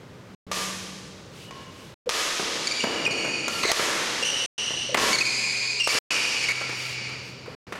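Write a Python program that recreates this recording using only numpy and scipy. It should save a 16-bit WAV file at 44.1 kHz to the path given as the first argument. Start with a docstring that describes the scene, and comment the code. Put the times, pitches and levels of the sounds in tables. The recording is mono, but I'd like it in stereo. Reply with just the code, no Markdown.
"""Badminton rackets strike a shuttle: each impact cracks and excites the membrane modes of the strings.
Swings whistle by vortex shedding; rubber soles squeak by stick-slip friction and thud on the court.
A large sheet-metal sports hall reverberates after each, over rustling clothes, low hums and air noise.
An automatic gain control holds the loud echoes level, and the sound cuts out five times."""
import sys
import numpy as np
from scipy import signal
from scipy.fft import rfft, irfft, next_fast_len
from scipy.io import wavfile
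from scipy.ndimage import uniform_filter1d, minimum_filter1d

SR = 44100
rng = np.random.default_rng(int(sys.argv[2]) if len(sys.argv) > 2 else 0)


def inscribe(sig):
    """Save sig as 16-bit PCM at rate SR to the path in sys.argv[1].

    A 1-D sig is mono; a 2-D sig holds one channel per row.
    Samples are clipped to [-1, 1] before scaling.
    """
    pcm = np.round(np.clip(np.atleast_2d(sig).T, -1, 1) * 32767)
    wavfile.write(sys.argv[1], SR, pcm.astype(np.int16))


N = 343537
TIME = np.arange(N) / SR
CUTOFF_HZ = 16000

# Spectral envelope of the crack: f/Hz, level/dB
CRACK_SPECTRUM = [(100, -12), (250, -4), (480, 4), (800, -1), (1300, 4.5), (2100, 3.5), (3200, 3),
                  (4400, 2), (6500, 4.5), (8000, 1), (11000, 4), (16000, 0.5)]
# Racket impacts: t/s, level/dB, low-pass f/Hz, string f/Hz, ping re crack/dB, cork push/1, direct gain/dB
RACKET_HITS = [(0.5148, -10, 7200, 1203, -10.5, 1.1, -12.5), (1.509, -28.5, 4640, 1076, -1.5, .7, -6),
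               (2.0926, 23.5, 5840, 1270, -17, 0.82, -2), (3.481, -7.5, 7000, 1390, -10, .7, -4.5),
               (3.7164, 18, 6300, 1181, -19, 0.36, -4.5), (4.971, 24.5, 6000, 1093, -12, 0.65, -18),
               (5.8738, 15.5, 6800, 1214, -18.5, 1.4, -8.5), (6.497, -22, 2500, 1357, 4.5, .7, -2)]


def strokes(crack_s=0.0042, contact_s=0.00037, string_t60=0.086, size=16384):
    """Impact excitation: the cork pushes, the feathers crack, and the string bed rings in damped modes."""
    bus, t = np.zeros((2, N)), TIME[:size]
    modes = [(1, 0), (1.58, -20), (2.15, -18), (2.7, -18.5)]  # frequency ratio, level/dB
    u = t / contact_s - 2
    for s, level_db, bright_hz, string_hz, ring_db, push, direct_db in RACKET_HITS:
        contact = push * 2 * u * np.exp(-u * u)  # derivative of a Gaussian pulse
        crack = rng.standard_normal(size) * np.exp(-t / crack_s)
        ping = sum(from_db(db) * np.sin(2 * np.pi * ratio * string_hz * t) for ratio, db in modes)
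        ping *= from_db(ring_db - 60 * t / string_t60)
        hit = impact(crack + contact, CRACK_SPECTRUM, bright_hz, crack_s)
        direct, radiated = from_db(level_db) * (hit + ping)
        add(bus, s, from_db(direct_db) * direct, radiated)
    return bus


def impact(force, spectrum, bright_hz, length_s):
    """Source-filter model: an impact heard directly, and averaged over directions to a smooth spectrum."""
    impulse = np.eye(1, len(force))[0]
    pair = lowpass(colour(np.array([force, impulse]), spectrum), bright_hz)
    return pair * np.sqrt(length_s * SR / 2 / np.sum(pair ** 2, axis=1, keepdims=True))


# Racket swings: fastest moment t/s, half duration/s, f/Hz, level/dB
SWINGS = [(2.076, 0.0066, 485, -23), (3.655, 0.0027, 514, -8.5), (3.702, 0.0089, 669, -12.5),
          (4.227, 0.0039, 557.5, -15.5), (4.898, 0.0078, 567, -29), (4.929, 0.012, 491, -32),
          (7.483, 0.0065, 508.5, -33.5)]


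def swishes(unsteady=0.086, hall_db=-3, size=4096):
    """Vortex shedding: the shaft gives a short, low Aeolian tone at the peak of the swing."""
    bus, t = np.zeros((2, N)), TIME[:size] - size / 2 / SR
    for s, half_length, hz, level_db in SWINGS:
        phase = 2 * np.pi * np.cumsum(hz * (1 + unsteady * wander(92, size))) / SR
        whistle = from_db(level_db) * np.sqrt(2) * np.sin(phase) * np.exp(-(t / half_length) ** 2)
        add(bus, s + t[0], whistle, from_db(hall_db) * whistle)
    return bus


# Sliding soles: t/s, duration/s, f/Hz, level/dB, overtone gain/dB, direct gain/dB
SLIDES = [(1.408, 0.043, 2894, -46, -28, -10), (2.671, 0.0087, 2290, -8.5, 5.5, 4),
          (2.711, 0.014, 2327, -7.5, -2, -2.5), (2.803, .007, 2816, -6.5, -14, -4),
          (3.051, 0.0061, 2870, -2.5, -9, -9.5), (3.063, 0.017, 2447, -5, -17, 2),
          (3.108, 0.022, 2238, -9.5, 2.5, -3.5), (3.631, 0.031, 2095, -9.5, 0, -9.5),
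          (3.653, 0.055, 2070, -10, 2.5, -6.5), (4.226, 0.012, 2790, -7.5, -7, -1.5),
          (4.247, 0.063, 2925, -11, -4, -1), (5.13, .03, 2216, 8.5, 0, 0.5),
          (5.185, 0.0088, 2160, 12.5, 3, -4.5), (5.209, 0.015, 2483, -5, -12.5, 18),
          (5.252, 0.026, 2423, 11.5, -4, -5), (5.799, 0.028, 2788, -1.5, -10.5, -0.5),
          (5.833, 0.045, 2720, -3, -2, -4), (5.892, 0.0227, 2313, 2.5, -2.5, -4.5),
          (5.931, 0.071, 2850, -5, -7, -12), (5.956, 0.037, 2487, -0.5, -12, -23),
          (6.426, 0.022, 2320, -12, -7.5, -1.5), (6.485, 0.037, 2190, -19, -11.5, 10.5)]


def squeaks(sag=.04, jitter=.12, flutter=.24, scuff_hz=2100, rub_db=-9, edge_s=0.00064, size=8192):
    """Stick-slip oscillation: rubber grips and lets go thousands of times a second, giving harmonics."""
    bus, t = np.zeros((2, N)), TIME[:size]
    for s, length, hz, level_db, overtone_db, direct_db in SLIDES:
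        # long, low scuffs are rougher than tight, high ones: they waver and hiss more
        roughness = .135 + 11 * length * (scuff_hz / hz) ** 4.6
        glide = 1 + sag * (.5 - np.minimum(t / length, 1))  # the pitch falls as the foot slows
        pitch = hz * glide * (1 + jitter * roughness * wander(450, size))
        phase = 2 * np.pi * np.cumsum(pitch) / SR
        overtones = from_db(overtone_db + np.array([0, -5, -9]))
        tone = np.sin(phase) + sum(gain * np.sin(k * phase) for k, gain in enumerate(overtones, 2))
        tone = unit_rms(lowpass(tone, hz=8300, order=4))
        rub = unit_rms(lowpass(rng.standard_normal(size), hz=7700))
        gate = np.clip(np.minimum(t, length - t) / edge_s, 0, 1)
        grip = np.exp(flutter * wander(130, size))
        sound = gate * grip * (tone + roughness * from_db(rub_db) * rub)
        sound *= from_db(level_db) * np.sqrt(length * SR / np.sum(sound ** 2))
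        add(bus, s, from_db(direct_db) * sound, all_round(sound, width_hz=110))
    return bus


def all_round(sound, width_hz):
    """Spatial averaging: summed over all directions, the fine ripples of a spectrum even out."""
    spectrum = rfft(sound)
    bins = max(int(width_hz * len(sound) / SR), 1)
    power = np.abs(uniform_filter1d(np.abs(spectrum) ** 2, bins))
    return irfft(np.sqrt(power) * np.exp(1j * np.angle(spectrum)))


# Spectral envelope of a sole's slap, ahead of its low-pass: f/Hz, level/dB
SOLE_SPECTRUM = [(40, -28), (100, -6.5), (200, -1), (420, 3.5), (700, 1.5), (1100, 4.5), (2000, 13),
                 (4000, 12), (16000, 23)]
# Footfalls: t/s, level/dB, low-pass f/Hz, direct gain/dB
FOOTFALLS = [(2.396, 0, 620, 0), (2.554, -18, 1200, 3), (2.839, -2, 700, -1.5), (3.076, -2, 520, -4),
             (3.246, -19, 915, 6), (3.634, -2.5, 1400, -14), (3.795, 9, 1200, -5), (4.705, -33.5, 900, 6),
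             (4.945, 15, 1100, -1), (4.98, 7.5, 350, -10.5), (5.056, 2.5, 1220, -3),
             (5.948, 4.5, 1307, -7.5), (6.489, -15, 1270, 0), (6.61, -22, 917, 4.5), (6.693, -35, 1144, 16),
             (7.093, -34, 1200, -2), (7.459, -31.5, 920, -10), (7.7233, -24.5, 1210, -3.5)]


def steps(slap_s=0.011, forefoot_s=.031, forefoot_db=-6, forefoot_dulling=0.79, size=4096):
    """Impact noise: the heel, then the softer, duller forefoot, slaps the mat in a cluster of contacts."""
    bus, t = np.zeros((2, N)), TIME[:size]
    for s, level_db, bright_hz, direct_db in FOOTFALLS:
        for delay, part_db, dulling in [(0, 0, 1), (forefoot_s, forefoot_db, forefoot_dulling)]:
            contacts = rng.standard_normal(size) * np.exp(-t / slap_s)
            slap = impact(contacts, SOLE_SPECTRUM, dulling * bright_hz, slap_s)
            direct, radiated = from_db(level_db + part_db) * slap
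            add(bus, s + delay, from_db(direct_db) * direct, radiated)
    return bus


# Reverberation time: f/Hz, T60/s
REVERB_TIMES = [(100, 1.74), (250, 1.62), (500, 1.52), (1200, 1.39), (2500, 1.665), (4500, 1.966),
                (7000, 1.504), (10000, 1.39), (16000, .7)]
# Growth of the diffuse field as far walls answer: t/s after the source, level/dB
DIFFUSE_ONSET = [(0, -12), (.015, -9), (.028, -7), (.045, -1), (.11, 1), (.2, 0)]
# Reflections scattered by ribbed walls and roof: delay t/s, level/dB
REFLECTIONS = [(.002, -12), (0.0155, -14), (0.027, -21), (.046, -23), (0.079, -30.5)]


def hall(x, side_db=-13, scatter_s=0.01, echo_hz=7000, bands=18):
    """Reverberation: scattered early reflections, then a diffuse field that decays band by band."""
    t = TIME[:3 * SR]
    noise = rfft(stereo_noise(len(t), side_db))
    hz = np.arange(len(t) // 2 + 1) * SR / len(t)
    centres = np.geomspace(60, CUTOFF_HZ, bands)
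    tail = 0
    for centre, share in zip(centres, np.eye(bands)):
        band = irfft(noise * np.interp(hz, centres, share))
        tail = tail + band * from_db(-60 * t / at_hz(REVERB_TIMES, centre))
    tail *= from_db(np.interp(t, *np.transpose(DIFFUSE_ONSET))) / np.sqrt(SR / 10)
    bursts = sum(from_db(db) * (t >= s) * np.exp(-np.abs(t - s) / scatter_s) for s, db in REFLECTIONS)
    scattered = bursts * stereo_noise(len(t), side_db)
    echoes = lowpass(scattered + 1e-18, echo_hz) / np.sqrt(scatter_s * SR / 2)
    return signal.fftconvolve(x[None], tail + echoes, axes=1)[:, :N]


# Spectrum of rubbing cloth: f/Hz, level/dB
CLOTH_SPECTRUM = [(100, -30), (3000, 6), (9000, -6), (16000, -19)]
# Movements of the near player: t/s, duration/s, level/dB
MOVEMENTS = [(1.303, 0.22, -47.5), (1.676, 0.3, -51), (6.682, 0.3, -33.5), (7.209, 0.14, -51)]


def rustles():
    """Friction noise: shirt and shorts brush softly, swelling and fading with each movement."""
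    envelope = sum(from_db(db) * np.sin(np.pi * np.clip((TIME - s) / length, 0, 1))
                   for s, length, db in MOVEMENTS)
    return envelope * unit_rms(colour(stereo_noise(N, side_db=-17), CLOTH_SPECTRUM))


# Low hums: peak t/s, half duration/s, f/Hz, level/dB
HUM_TONES = [(.75, 0.46, 187.4, -44), (5.3, 0.88, 122.4, -49.5), (6.95, 0.53, 125.3, -44)]


def hums(waver_hz=2.2):
    """Slow modulation: low tones waver slightly in pitch as they swell and fade."""
    sound = 0
    for s, half_length, hz, level_db in HUM_TONES:
        phase = 2 * np.pi * np.cumsum(hz + waver_hz * wander(14, N)) / SR
        swell = from_db(level_db) * np.exp(-((TIME - s) / half_length) ** 2)
        sound = sound + swell * np.sqrt(2) * np.sin(phase)
    return sound


# Spectrum of the ventilation: f/Hz, level/dB
AIR_SPECTRUM = [(25, -38.5), (55, -15), (95, -4), (180, -4.5), (260, -9.5), (420, -9.5), (550, -11),
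                (700, -19), (1200, -18.5), (2500, -25.5), (6000, -33), (9000, -41.5), (16000, -51)]


def ventilation(air_db=-45):
    """Stationary flow noise: moving air gives a steady, low rush."""
    return from_db(air_db) * unit_rms(colour(stereo_noise(N, side_db=-17.5), AIR_SPECTRUM))


def from_db(db):
    """Amplitude ratio of a level in decibels."""
    return 10 ** (np.asarray(db) / 20)


def unit_rms(x):
    """Normalisation to unit power."""
    return x / np.sqrt(np.mean(x ** 2) + 1e-20)


def at_hz(points, hz):
    """Interpolation of a table on a log-frequency axis."""
    frequencies, values = np.transpose(points)
    return np.interp(np.log(hz + 1), np.log(frequencies), values)


def lowpass(x, hz, order=2):
    """Butterworth low-pass filter."""
    return signal.sosfilt(signal.butter(order, min(hz, .45 * SR), fs=SR, output="sos"), x)


def colour(x, spectrum):
    """Minimum-phase filter: folding the cepstrum imposes a spectrum causally."""
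    size = 2 * next_fast_len(x.shape[-1])
    hz = np.arange(size // 2 + 1) * SR / size
    cepstrum = irfft(np.log(from_db(at_hz(spectrum, hz))))
    cepstrum[1:size // 2] *= 2
    cepstrum[size // 2 + 1:] = 0
    return irfft(rfft(x, size) * np.exp(rfft(cepstrum)))[..., :x.shape[-1]]


def wander(hz, size):
    """Low-pass noise: smooth random motion of unit power."""
    return unit_rms(lowpass(rng.standard_normal(2 * size), hz)[size:])


def stereo_noise(size, side_db):
    """Partial coherence: diffuse noise at two closely spaced points."""
    mid, side = rng.standard_normal((2, size))
    return mid + from_db(side_db) * side * np.array([[1], [-1]])


def add(bus, s, direct, radiated):
    """Superposition at time s: row 0 goes straight to the listener, row 1 into the hall."""
    start = round(s * SR)
    bus[:, start:start + len(direct)] += np.array([direct, radiated])[:, :N - start]


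def scene():
    """Superposition of the players' direct sound, the reverberant field and the background."""
    direct, into_hall = strokes() + steps() + squeaks() + swishes()
    return direct + hall(into_hall) + rustles() + ventilation()


def gain_control(x, target_db=-22.5, attack_s=0.0026, release_db_per_s=27, firmness=0.93, hop=32):
    """Compression: the gain falls by a share (firmness) of the excess level, then climbs back."""
    power = uniform_filter1d(x[0] ** 2, 4 * hop)[::hop]
    level_db = 10 * np.log10(np.abs(power) + 1e-12)
    pull = 1 - np.exp(-hop / SR / attack_s)
    cut, cuts = 0., []
    for wanted_cut in firmness * (level_db - target_db):
        cut = max(cut + pull * max(wanted_cut - cut, 0) - release_db_per_s * hop / SR, 0)
        cuts.append(cut)
    return x * from_db(-np.interp(TIME, TIME[::hop], cuts))


def limiter(x, ceiling_db=-7.5, release_db_per_s=3000, window=24):
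    """Peak limiting: catches the first peak of a crack, too quick for the gain control."""
    excess_db = np.maximum(20 * np.log10(np.abs(x).max(axis=0) + 1e-9) - ceiling_db, 0)
    cut_db = np.maximum.accumulate(excess_db + release_db_per_s * TIME) - release_db_per_s * TIME
    return x * from_db(uniform_filter1d(minimum_filter1d(-cut_db, window), window))


# Gaps where the sound cuts out: start t/s, end t/s
GAPS = [(.349, .467), (1.942, 2.059), (4.461, 4.580), (5.988, 6.106), (7.550, 7.668)]


def record(dry):
    """Signal chain: compression and limiting, then the hums join and all is gated and band-limited."""
    gate = np.ones(N)
    for start, end in GAPS:
        gate[round(start * SR):round(end * SR)] = 0
    sound = (limiter(gain_control(dry)) + hums()) * uniform_filter1d(gate, size=64)
    return signal.sosfilt(signal.ellip(12, .1, 80, CUTOFF_HZ, fs=SR, output="sos"), sound)


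dry = scene()
out = record(dry)
inscribe(out)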